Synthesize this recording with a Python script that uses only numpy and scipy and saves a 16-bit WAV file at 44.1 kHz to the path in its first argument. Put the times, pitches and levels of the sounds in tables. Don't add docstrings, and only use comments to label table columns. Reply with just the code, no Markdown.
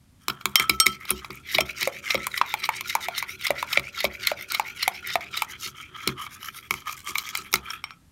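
import sys
import numpy as np
from scipy import signal
from scipy.fft import rfft, irfft, next_fast_len
from scipy.io import wavfile
from scipy.ndimage import map_coordinates

SR = 44100
rng = np.random.default_rng(int(sys.argv[2]) if len(sys.argv) > 2 else 0)


def bounce(signal):
    frames = np.transpose(np.atleast_2d(signal))
    limited = np.clip(frames, -1, 1)
    pcm = np.round(limited * 32767).astype(np.int16)
    wavfile.write(sys.argv[1], SR, pcm)


N = 357764


def amp(db):
    return 10 ** (np.asarray(db) / 20)


def unit(x):
    return x / np.sqrt(np.mean(x ** 2) + 1e-20)


def along(points, hz):
    f, values = np.transpose(points)
    return np.interp(np.log(hz + 1), np.log(f + 1), values)


def filtered(x, response):
    size = next_fast_len(len(x) + 4096)
    return irfft(rfft(x, size) * response(np.fft.rfftfreq(size, 1 / SR)), size)[:len(x)]


def resonance(f, centre, width):
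    return 1j * f * width / (centre ** 2 - f ** 2 + 1j * f * width)


def resonant(x, modes, detune=1, damping=1):
    shifts = np.broadcast_to(detune, len(modes))

    def response(f):
        total = 0
        for (centre, width, db), shift in zip(modes, shifts):
            narrow = resonance(f, centre * shift, width * damping)
            wide = resonance(f, centre * shift, 4 * width * damping)
            total = total + amp(db) * narrow * wide
        return total

    return filtered(x, response)


def wobble(rate, size=N):
    knots = rng.standard_normal(int(size * rate / SR) + 4)
    return map_coordinates(knots, [np.arange(size) * rate / SR])


def add(out, s, sound):
    part = out[round(s * SR):][:len(sound)]
    part += sound[:len(part)]


# t/s, wall modes over pressure at the usual pressure level/dB,
# grit over pressure level/dB, depth (0 up on the bare wall, 1 deep in the paste)
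SPOON_PLACE = [(0.201, 37, 15, 0.17), (.5, 23.5, 5, 0.25), (.6, 2, 5, 0.14), (.8, -22, -4, 0.16),
               (0.999, -9.5, -4, 0.43), (1.3, 7, 1.5, 0.49), (1.5, -19, -4, 0.88), (5.3, -15, -7.5, 0.93),
               (5.6, -1.5, 3, 0.61), (5.901, 5, -1.5, 0.3), (6.3, 3, 3, 0.054), (7.1, -1, 5, 0.12),
               (7.899, 3.5, 1.5, 0.31)]


def place(s):
    times, *columns = np.transpose(SPOON_PLACE)
    return [np.interp(s, times, column) for column in columns]


# start t/s, pressure level/dB, bite level/dB
EDGE_STROKES = [(0.198, -71, -10), (0.275, -62.5, -13), (0.391, -62.5, -13), (0.436, -58.5, -4),
                (0.561, -37.5, -15.5), (0.678, -45, -3), (0.784, -42.5, -12), (0.847, -44.5, -2.5),
                (0.993, -42, -19), (1.075, -42, 0.5), (1.136, -49.5, 4), (1.222, -45.5, -17),
                (1.289, -47.5, -16), (1.439, -34, -6.5), (1.648, -35.5, -11.5), (1.738, -34, -3),
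                (1.914, -39.5, -8), (2.014, -33, -5), (2.189, -36, -7.5), (2.292, -35, -6.5),
                (2.44, -33.5, -6.5), (2.561, -35, -4), (2.711, -35.5, -8), (2.829, -35.5, -1),
                (2.984, -36, -3.5), (3.105, -34, -2.5), (3.262, -37.5, -8), (3.376, -34, -4),
                (3.538, -35.5, -7.5), (3.658, -32.5, -4.5), (3.815, -39, -13), (3.917, -35, -1.5),
                (4.098, -38.5, -14.5), (4.186, -33.5, -2), (4.354, -39, -6.5), (4.47, -35, 0.5),
                (4.635, -37, -8.5), (4.743, -36, -2), (4.908, -38.5, -7), (5.018, -35.5, -1.5),
                (5.192, -38.5, -13), (5.298, -37.5, 0), (5.471, -40.5, -15), (5.574, -44.5, 6.5),
                (5.722, -46.5, -14.5), (5.924, -44, -9.5), (6.167, -42.5, -10), (6.289, -48, -7.5),
                (6.395, -43.5, -5), (6.524, -47.5, -1.5), (6.622, -49.5, -17), (6.687, -47.5, -5),
                (6.855, -40, -7), (6.96, -49.5, -2), (7.044, -41, -6), (7.148, -44.5, 4),
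                (7.239, -41.5, -3), (7.324, -43.5, 2), (7.433, -47.5, -14.5), (7.502, -48.5, -6),
                (7.623, -43, -15.5), (7.82, -50.5, -40)]
WALL_MODES = [(1250, 100, 0), (1560, 280, -10), (3200, 170, -7)]
AIR_MODES = [(2240, 240, 0)]
SPOON_MODES = [(3000, 260, -4), (3930, 170, 2), (4600, 240, -4), (5400, 240, -5)]
EDGE_MODES = [(5910, 1100, 4), (6785, 1860, 8), (9010, 1730, 6), (11550, 2000, 5), (16000, 470, -48)]
LIFT_S = 7.96
USUAL_DB, WALL_GROWS = -46, 1
GRIT_BITE, DEEP_WALL_BITE = .55, .36
HARD_DB = -7
FASTEST_PUSH, FASTEST_RETURN = .5, .47
TURN_SPEED = .22
DEEP_WALL_RISE, DEEP_AIR_RISE = .13, .01
SCRAPE_PATHS = [(WALL_MODES, 1.3, .06, .06), (AIR_MODES, 1.9, .14, .27),
                (SPOON_MODES, 2.4, .12, .24), (EDGE_MODES, 2.4, .04, .08)]


def scrape():
    out = np.zeros(N)
    shared_db = 2 * wobble(110) + 4 * wobble(800)
    clumps = [amp(shared_db + 3.8 * wobble(40) + 3 * wobble(150)) for _ in SCRAPE_PATHS]
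    snags = [9 * (rng.random(N) < 300 / SR) * rng.standard_normal(N) for _ in SCRAPE_PATHS]
    ends = [row[0] for row in EDGE_STROKES[1:]] + [LIFT_S]
    for (s, pressure_db, bite_db), end in zip(EDGE_STROKES, ends):
        wall_db, grit_db, depth = place((s + end) / 2)
        wall_db = wall_db + WALL_GROWS * (pressure_db - USUAL_DB) + DEEP_WALL_BITE * depth * bite_db
        grit_db = grit_db + GRIT_BITE * bite_db
        levels_db = pressure_db + np.array([wall_db, 0, bite_db, grit_db])

        first, last = round((s - .015) * SR), round((end + .01268) * SR)
        u = np.linspace(0, 1, last - first)
        hard = bite_db > HARD_DB and depth > .5
        fastest = FASTEST_PUSH if hard else FASTEST_RETURN
        warp = np.log(.5) / np.log(np.clip(fastest, .1, .9))
        speed = np.abs(np.sin(np.pi * u ** warp))
        bend = .598 * (.5 - speed ** 2) if hard else u - .5
        wall_pitch = 1 + DEEP_WALL_RISE * depth * np.array([1, 0, 0])
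        air_pitch = 1 + DEEP_AIR_RISE * depth * (not hard)
        pitches = [wall_pitch, air_pitch, 1, 1]

        for path, clump, snag, db, pitch in zip(SCRAPE_PATHS, clumps, snags, levels_db, pitches):
            modes, swell, bare, deep = path
            grit = clump[first:last] * rng.standard_normal(len(u)) + snag[first:last]
            met = [(hz, width, level + rng.normal(0, 3)) for hz, width, level in modes]
            body = resonant(grit, met, pitch + .03 * rng.standard_normal(len(modes)))
            glide = bare + (deep - bare) * depth
            read = np.cumsum(1 + glide * (bend - bend.mean()))
            bent = unit(map_coordinates(body, [read], mode="mirror"))
            envelope = np.minimum(20 * speed, 1) * np.maximum(speed, TURN_SPEED) ** swell
            add(out, first / SR, amp(db) * envelope * bent)
    return out


# t/s, strength level/dB,
# slant (0 square, 1 skidding), crack over strength level/dB
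SPOON_KNOCKS = [(0.2827, -18, 0.95, 1.5), (0.2994, -22.5, 0.88, -6), (.411, -36, 0.69, -11),
                (0.4563, -11.5, 0.66, -1), (0.5566, -4.5, 0.76, 2), (0.598, -9.5, 0.18, -3.5),
                (0.6045, -18, 0.0086, -12.5), (0.696, -6.5, 0.71, -8), (0.8008, -13.5, 1, 9),
                (0.8605, -15.5, 0.73, -7.5), (0.8659, -3.5, 0.53, -4.5), (0.88, -25, 0.73, -1),
                (1.053, -33.5, 0.85, -3), (1.093, -22, 0.67, -11.5), (1.106, -17.5, 0.69, -9.5),
                (1.114, -21, 0.016, -2), (1.246, -27, 0.6, -12.5), (1.305, -26.5, 0.58, -17),
                (1.549, -13, 1, -13.5), (1.5842, -5, 0.04, -13.5), (1.608, -9, 0.44, -6),
                (1.81, -24, 0.9, -2), (1.818, -18.5, 0.83, -32), (1.829, -13.5, 0.72, -3.5),
                (1.8746, -12.5, 0, -8), (2.106, -10, 0.76, -19), (2.1447, -13, 0, -8.5),
                (2.1524, -12.5, 0.59, -15), (2.177, -24.5, 0.042, -14), (2.2688, -17.5, 0.21, 1.5),
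                (2.377, -16.5, 0.77, -11), (2.4143, -13, 0.49, -33), (2.5401, -11, 0, -7),
                (2.64, -17, 0.75, -36), (2.691, -14, 0.061, -10.5), (2.8094, -16.5, 0.028, -4.5),
                (2.9522, -13, 0.22, 0), (3.0848, -17, 0.27, -6), (3.18, -23.5, 0.99, -2.5),
                (3.226, -15.5, 0.25, -9.5), (3.468, -14.5, 0.8, -6), (3.506, -11.5, 0.048, -7.5),
                (3.627, -17, 0, -7.5), (3.73, -16.5, 0.88, -7.5), (3.7741, -2, 0, -34),
                (3.796, -17, 0.42, -8.5), (4.005, -20, 0.77, -8.5), (4.043, -12.5, 0.55, -7.5),
                (4.0504, -11.5, 0.62, -14.5), (4.2712, -13.5, 0.97, -1.5), (4.3156, -16.5, 0.0044, -11),
                (4.5202, -24, 0.34, 5.5), (4.548, -15, 0.84, -10), (4.597, -12.5, 0, -8.5),
                (4.8292, -15.5, 0.85, -10), (4.8791, -7.5, 0, -5), (5.1556, -10, 0.032, -10.5),
                (5.103, -24, 0.87, -14.5), (5.208, -26, 0.4, -14), (5.3733, -19.5, 0.97, -7.5),
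                (5.421, -10.5, 0.14, -6), (5.675, -34.5, 0.59, 5), (6.075, -14.5, 0.89, -0.5),
                (6.0912, -22.5, 0.35, -23), (6.266, -29.5, 0, -21), (6.7086, -10, 0.35, -6),
                (6.74, -20, 0.19, -5), (6.895, -25.5, 0.45, -9), (7.093, -28, 0.57, -15),
                (7.155, -13, 0.39, -14), (7.183, -20.5, 0.88, 6), (7.1907, -33, 0.94, -6),
                (7.237, -38, 0.48, -4), (7.29, -25.5, 0.54, -2), (7.352, -15.5, 0.67, -3),
                (7.413, -41, 0.95, 1), (7.5282, -25, 0.96, 3), (7.5397, -6, 0, -1), (7.556, -17, 0.78, -1),
                (7.705, -30.5, .4, -15), (7.8401, -20.5, 0.52, -20), (7.907, -31, 0.097, -20)]
KNOCK_SPOON_DB, KNOCK_SPOON_SLANT_DB = -19.5, 26
KNOCK_WALL_DB, KNOCK_WALL_GROWS = -3, .82
KNOCK_WALL_SLANT_DB = -3.5
KNOCK_WALL_PLACE = .27
CRACK_DB = 7.5
SKID_BUILD_S = .02


def knocks():
    out, lead = np.zeros(N), SR // 100
    t = (np.arange(SR // 16) - lead) / SR
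    for s, db, slant, crack_db in SPOON_KNOCKS:
        place_wall_db, _, depth = place(s)
        spoon_db = db + KNOCK_SPOON_DB + KNOCK_SPOON_SLANT_DB * slant
        wall_db = KNOCK_WALL_DB + KNOCK_WALL_GROWS * db + KNOCK_WALL_SLANT_DB * slant
        wall_db = wall_db + KNOCK_WALL_PLACE * place_wall_db
        glancing = 1 / (1 + amp(max(db - 3, db + crack_db + 7) - spoon_db) ** 4)
        build_s = .0003 + SKID_BUILD_S * glancing ** 2
        fade_s = .013 + .013 * glancing
        force = amp(60 * np.minimum(t / build_s, -t / fade_s)) * rng.standard_normal(len(t))
        force[lead] += 7 * (1 - glancing)
        paths = [(AIR_MODES, db, .73 + .97 * depth), (WALL_MODES, wall_db, 2.2),
                 (SPOON_MODES, spoon_db, 1.1), (EDGE_MODES, db + crack_db + CRACK_DB, 1.2)]
        for modes, level_db, damping in paths:
            detune = 1 + .024 * rng.standard_normal(len(modes))
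            ring = resonant(force, modes, detune, damping)
            add(out, s - lead / SR, amp(level_db) * ring / np.abs(ring).max())
    return out


# t/s, level before the attack/dB, settled f/Hz
POCKET_POPS = [(1.587, -9, 620), (1.874, -11.5, 538), (2.147, -14, 528), (2.269, -10.5, 1025),
               (2.414, -1, 990), (2.54, -11.5, 847), (2.69, -6.5, 885), (2.953, -6, 875),
               (3.085, -15.5, 688), (3.226, -19.5, 924), (3.505, -9, 583), (3.628, -10, 964),
               (3.773, -17, 563), (4.043, -11, 580), (4.317, -13.5, 596), (4.597, -7.5, 836),
               (4.878, -8.5, 750), (5.156, -8.5, 694), (5.421, -13, 870)]
SLOP_DB, SLOP_S = -19.5, .17


def pops():
    out, t = np.zeros(N), np.arange(SR // 8) / SR
    for s, db, hz in POCKET_POPS:
        turns = hz * (t + .00036 * (1 - np.exp(-t / .0012)))
        cycles = 21 / (1 + (hz / 1080) ** 12)
        slop_force = amp(-60 * t / SLOP_S) * rng.standard_normal(len(t))
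        slop = resonant(slop_force, [(1.14 * hz, 450, 0)])
        add(out, s, amp(db + SLOP_DB) * slop / np.abs(slop).max())
        envelope = amp(db - 60 * t * hz / cycles) * (1 - np.exp(-t / .00032))
        add(out, s, envelope * np.sin(2 * np.pi * turns))
    return out


# t/s, first mode level/dB, second mode level/dB,
# fourth mode level/dB, other modes level/dB, share of the free ring time
RIM_CLINKS = [(0.5559, -35, -19, -19, -33, 1), (0.605, -26.5, -34.5, -39, -46, 1),
              (0.698, -29.5, -37.5, -41, -38, 0.71), (0.802, -19.5, -22.5, -15, -10, 0.74),
              (0.866, -28, -30, -29.5, -26, 0.75), (1.111, -37.5, -39.5, -37, -45, 0.52),
              (1.606, -28, -26.5, -21, -27, 0.26), (2.178, -35.5, -55, -47, -49, 0.75),
              (7.705, -37.5, -37, -21, -45, 0.13), (7.84, -52, -45, -32.5, -41.5, 0.45),
              (7.909, -52, -58, -46.5, -62, 0.5)]
# f/Hz, level/dB, t60 before that share/s
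RIM_MODES = [(1313, 0, .6), (3155, 0, .3), (4340, -12, .1), (5512, 0, .14), (8470, -2, .09),
             (11950, -10, .08)]
FREE_S, MUTED_S = .095, .12
ROUGH_DB = 3.2
BEAT, SPLIT = .12, .0054
LINGER_DB, LINGER_S = -26.5, .6


def clinks():
    out, t = np.zeros(N), np.arange(SR // 2) / SR
    nexts = [row[0] for row in RIM_CLINKS[1:]] + [N / SR]
    for (s, first_db, second_db, fourth_db, others_db, free), following in zip(RIM_CLINKS, nexts):
        rested_db = -60 * np.clip(t - FREE_S, 0, None) / MUTED_S
        touched_db = -60 * np.clip(t - following + s, 0, None) / .01
        strengths_db = [first_db, second_db, others_db, fourth_db, others_db, others_db]
        for db, (hz, level, t60) in zip(strengths_db, RIM_MODES):
            ring = amp(touched_db - 60 * t / (t60 * free))
            linger = amp(LINGER_DB - 60 * t / (LINGER_S * free))
            beat = 1 + BEAT * np.cos(2 * np.pi * hz * SPLIT * t)
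            tone = np.sin(2 * np.pi * hz * t) * beat
            uneven_db = ROUGH_DB * wobble(78, size=len(t))
            add(out, s, amp(db + level + rested_db + uneven_db) * (ring + linger) * tone)
    return out


# t/s, peak level/dB
EDGE_TICKS = [(1.1052, -6), (1.1066, -5), (1.33, -36), (1.355, -34), (4.16, -43), (4.425, -25),
              (5.0736, -17), (7.045, -35.5), (7.374, -13.5), (7.518, -30)]
# f/Hz, width/Hz, level/dB
TICK_MODES = [(9700, 1300, -2), (11600, 1500, -1), (13200, 1500, -4)]


def ticks():
    out, t = np.zeros(N), np.arange(SR // 50) / SR
    for s, db in EDGE_TICKS:
        force = amp(-60 * t / .006) * rng.standard_normal(len(t))
        ring = resonant(force, TICK_MODES)
        add(out, s, amp(db) * ring / np.abs(ring).max())
    return out


# t/s, push level before a fixed gain/dB
TABLE_PUSHES = [(0.282, -33.5), (0.456, -35), (0.597, -34), (0.695, -29), (0.864, -33), (1.109, -28.5),
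                (1.301, -39), (1.549, -35), (1.605, -29), (2.151, -30), (1.82, -40.5), (3.504, -37.5),
                (3.774, -35), (4.044, -31.5), (5.155, -44.5), (5.66, -44.5), (6.073, -25.5), (6.708, -36.5),
                (7.09, -45.5), (7.389, -46.5), (7.537, -33)]
# f/Hz, width/Hz, level/dB
TABLE_MODES = [(65.8, 7.9, 4.5), (133.4, 8.6, 4), (203.7, 16, 2), (242, 30, -2), (317.6, 43, -0.5),
               (366, 23.7, 1.5)]


def thuds():
    push, t = np.zeros(N), np.arange(SR // 4) / SR
    for s, db in TABLE_PUSHES:
        rattle = .022 * amp(-60 * t / .25) * rng.standard_normal(len(t))
        rattle[0] = 1
        add(push, s, amp(db + 49.5) * rattle)
    times = np.arange(N) / SR
    busy = np.interp(times, [.25, .5, 7.7, 8], [0, 1, 1, 0])
    depth = place(times)[2]
    stirring_db = -41.5 + 7.4 * depth + 1.27 * wobble(22)
    push += busy * amp(stirring_db) * rng.standard_normal(N)
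    return resonant(push, TABLE_MODES)


# f/Hz, t60/s
KITCHEN_DECAY = [(300, 0.58), (2000, 0.082), (10000, 0.07)]


def kitchen(x):
    hz, t, spectrum = signal.stft(rng.standard_normal(SR // 3), SR, nperseg=256)
    decay = amp(-60 * t / along(KITCHEN_DECAY, hz)[:, None])
    tail = signal.istft(spectrum * decay, SR, nperseg=256)[1]
    delayed = np.pad(x, (200, 0))
    return signal.fftconvolve(delayed, tail / np.linalg.norm(tail))[:N]


# f/Hz, relative level/dB
QUIET_SPECTRUM = [(18, -52.5), (30, -2.5), (54, -10.5), (70, -2), (122, -7), (206, -16), (248, -13.5),
                  (399, -33), (519, -32), (12300, -41), (16500, -57)]


def quiet():
    noise = filtered(rng.standard_normal(N), lambda hz: amp(along(QUIET_SPECTRUM, hz)))
    return amp(-54 + .85 * wobble(4.8)) * unit(noise)


def scene():
    blows = knocks() + clinks() + ticks()
    pockets = pops()
    room = amp(-15) * kitchen(blows + amp(-7.5) * pockets)
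    return (blows + pockets + room + scrape() + thuds() + quiet())[None]


TOP_HZ = 16900


def record(dry):
    def mic(hz):
        bass_cut = (1j * hz / (55 + 1j * hz)) ** 2
        treble_cut = amp(-18 * np.clip(hz / 1000 - 15.7, 0, None))
        return bass_cut * treble_cut * (hz < TOP_HZ)

    return filtered(np.clip(dry[0], -.9, .9), mic)[None]


dry = scene()
out = record(dry)
bounce(out)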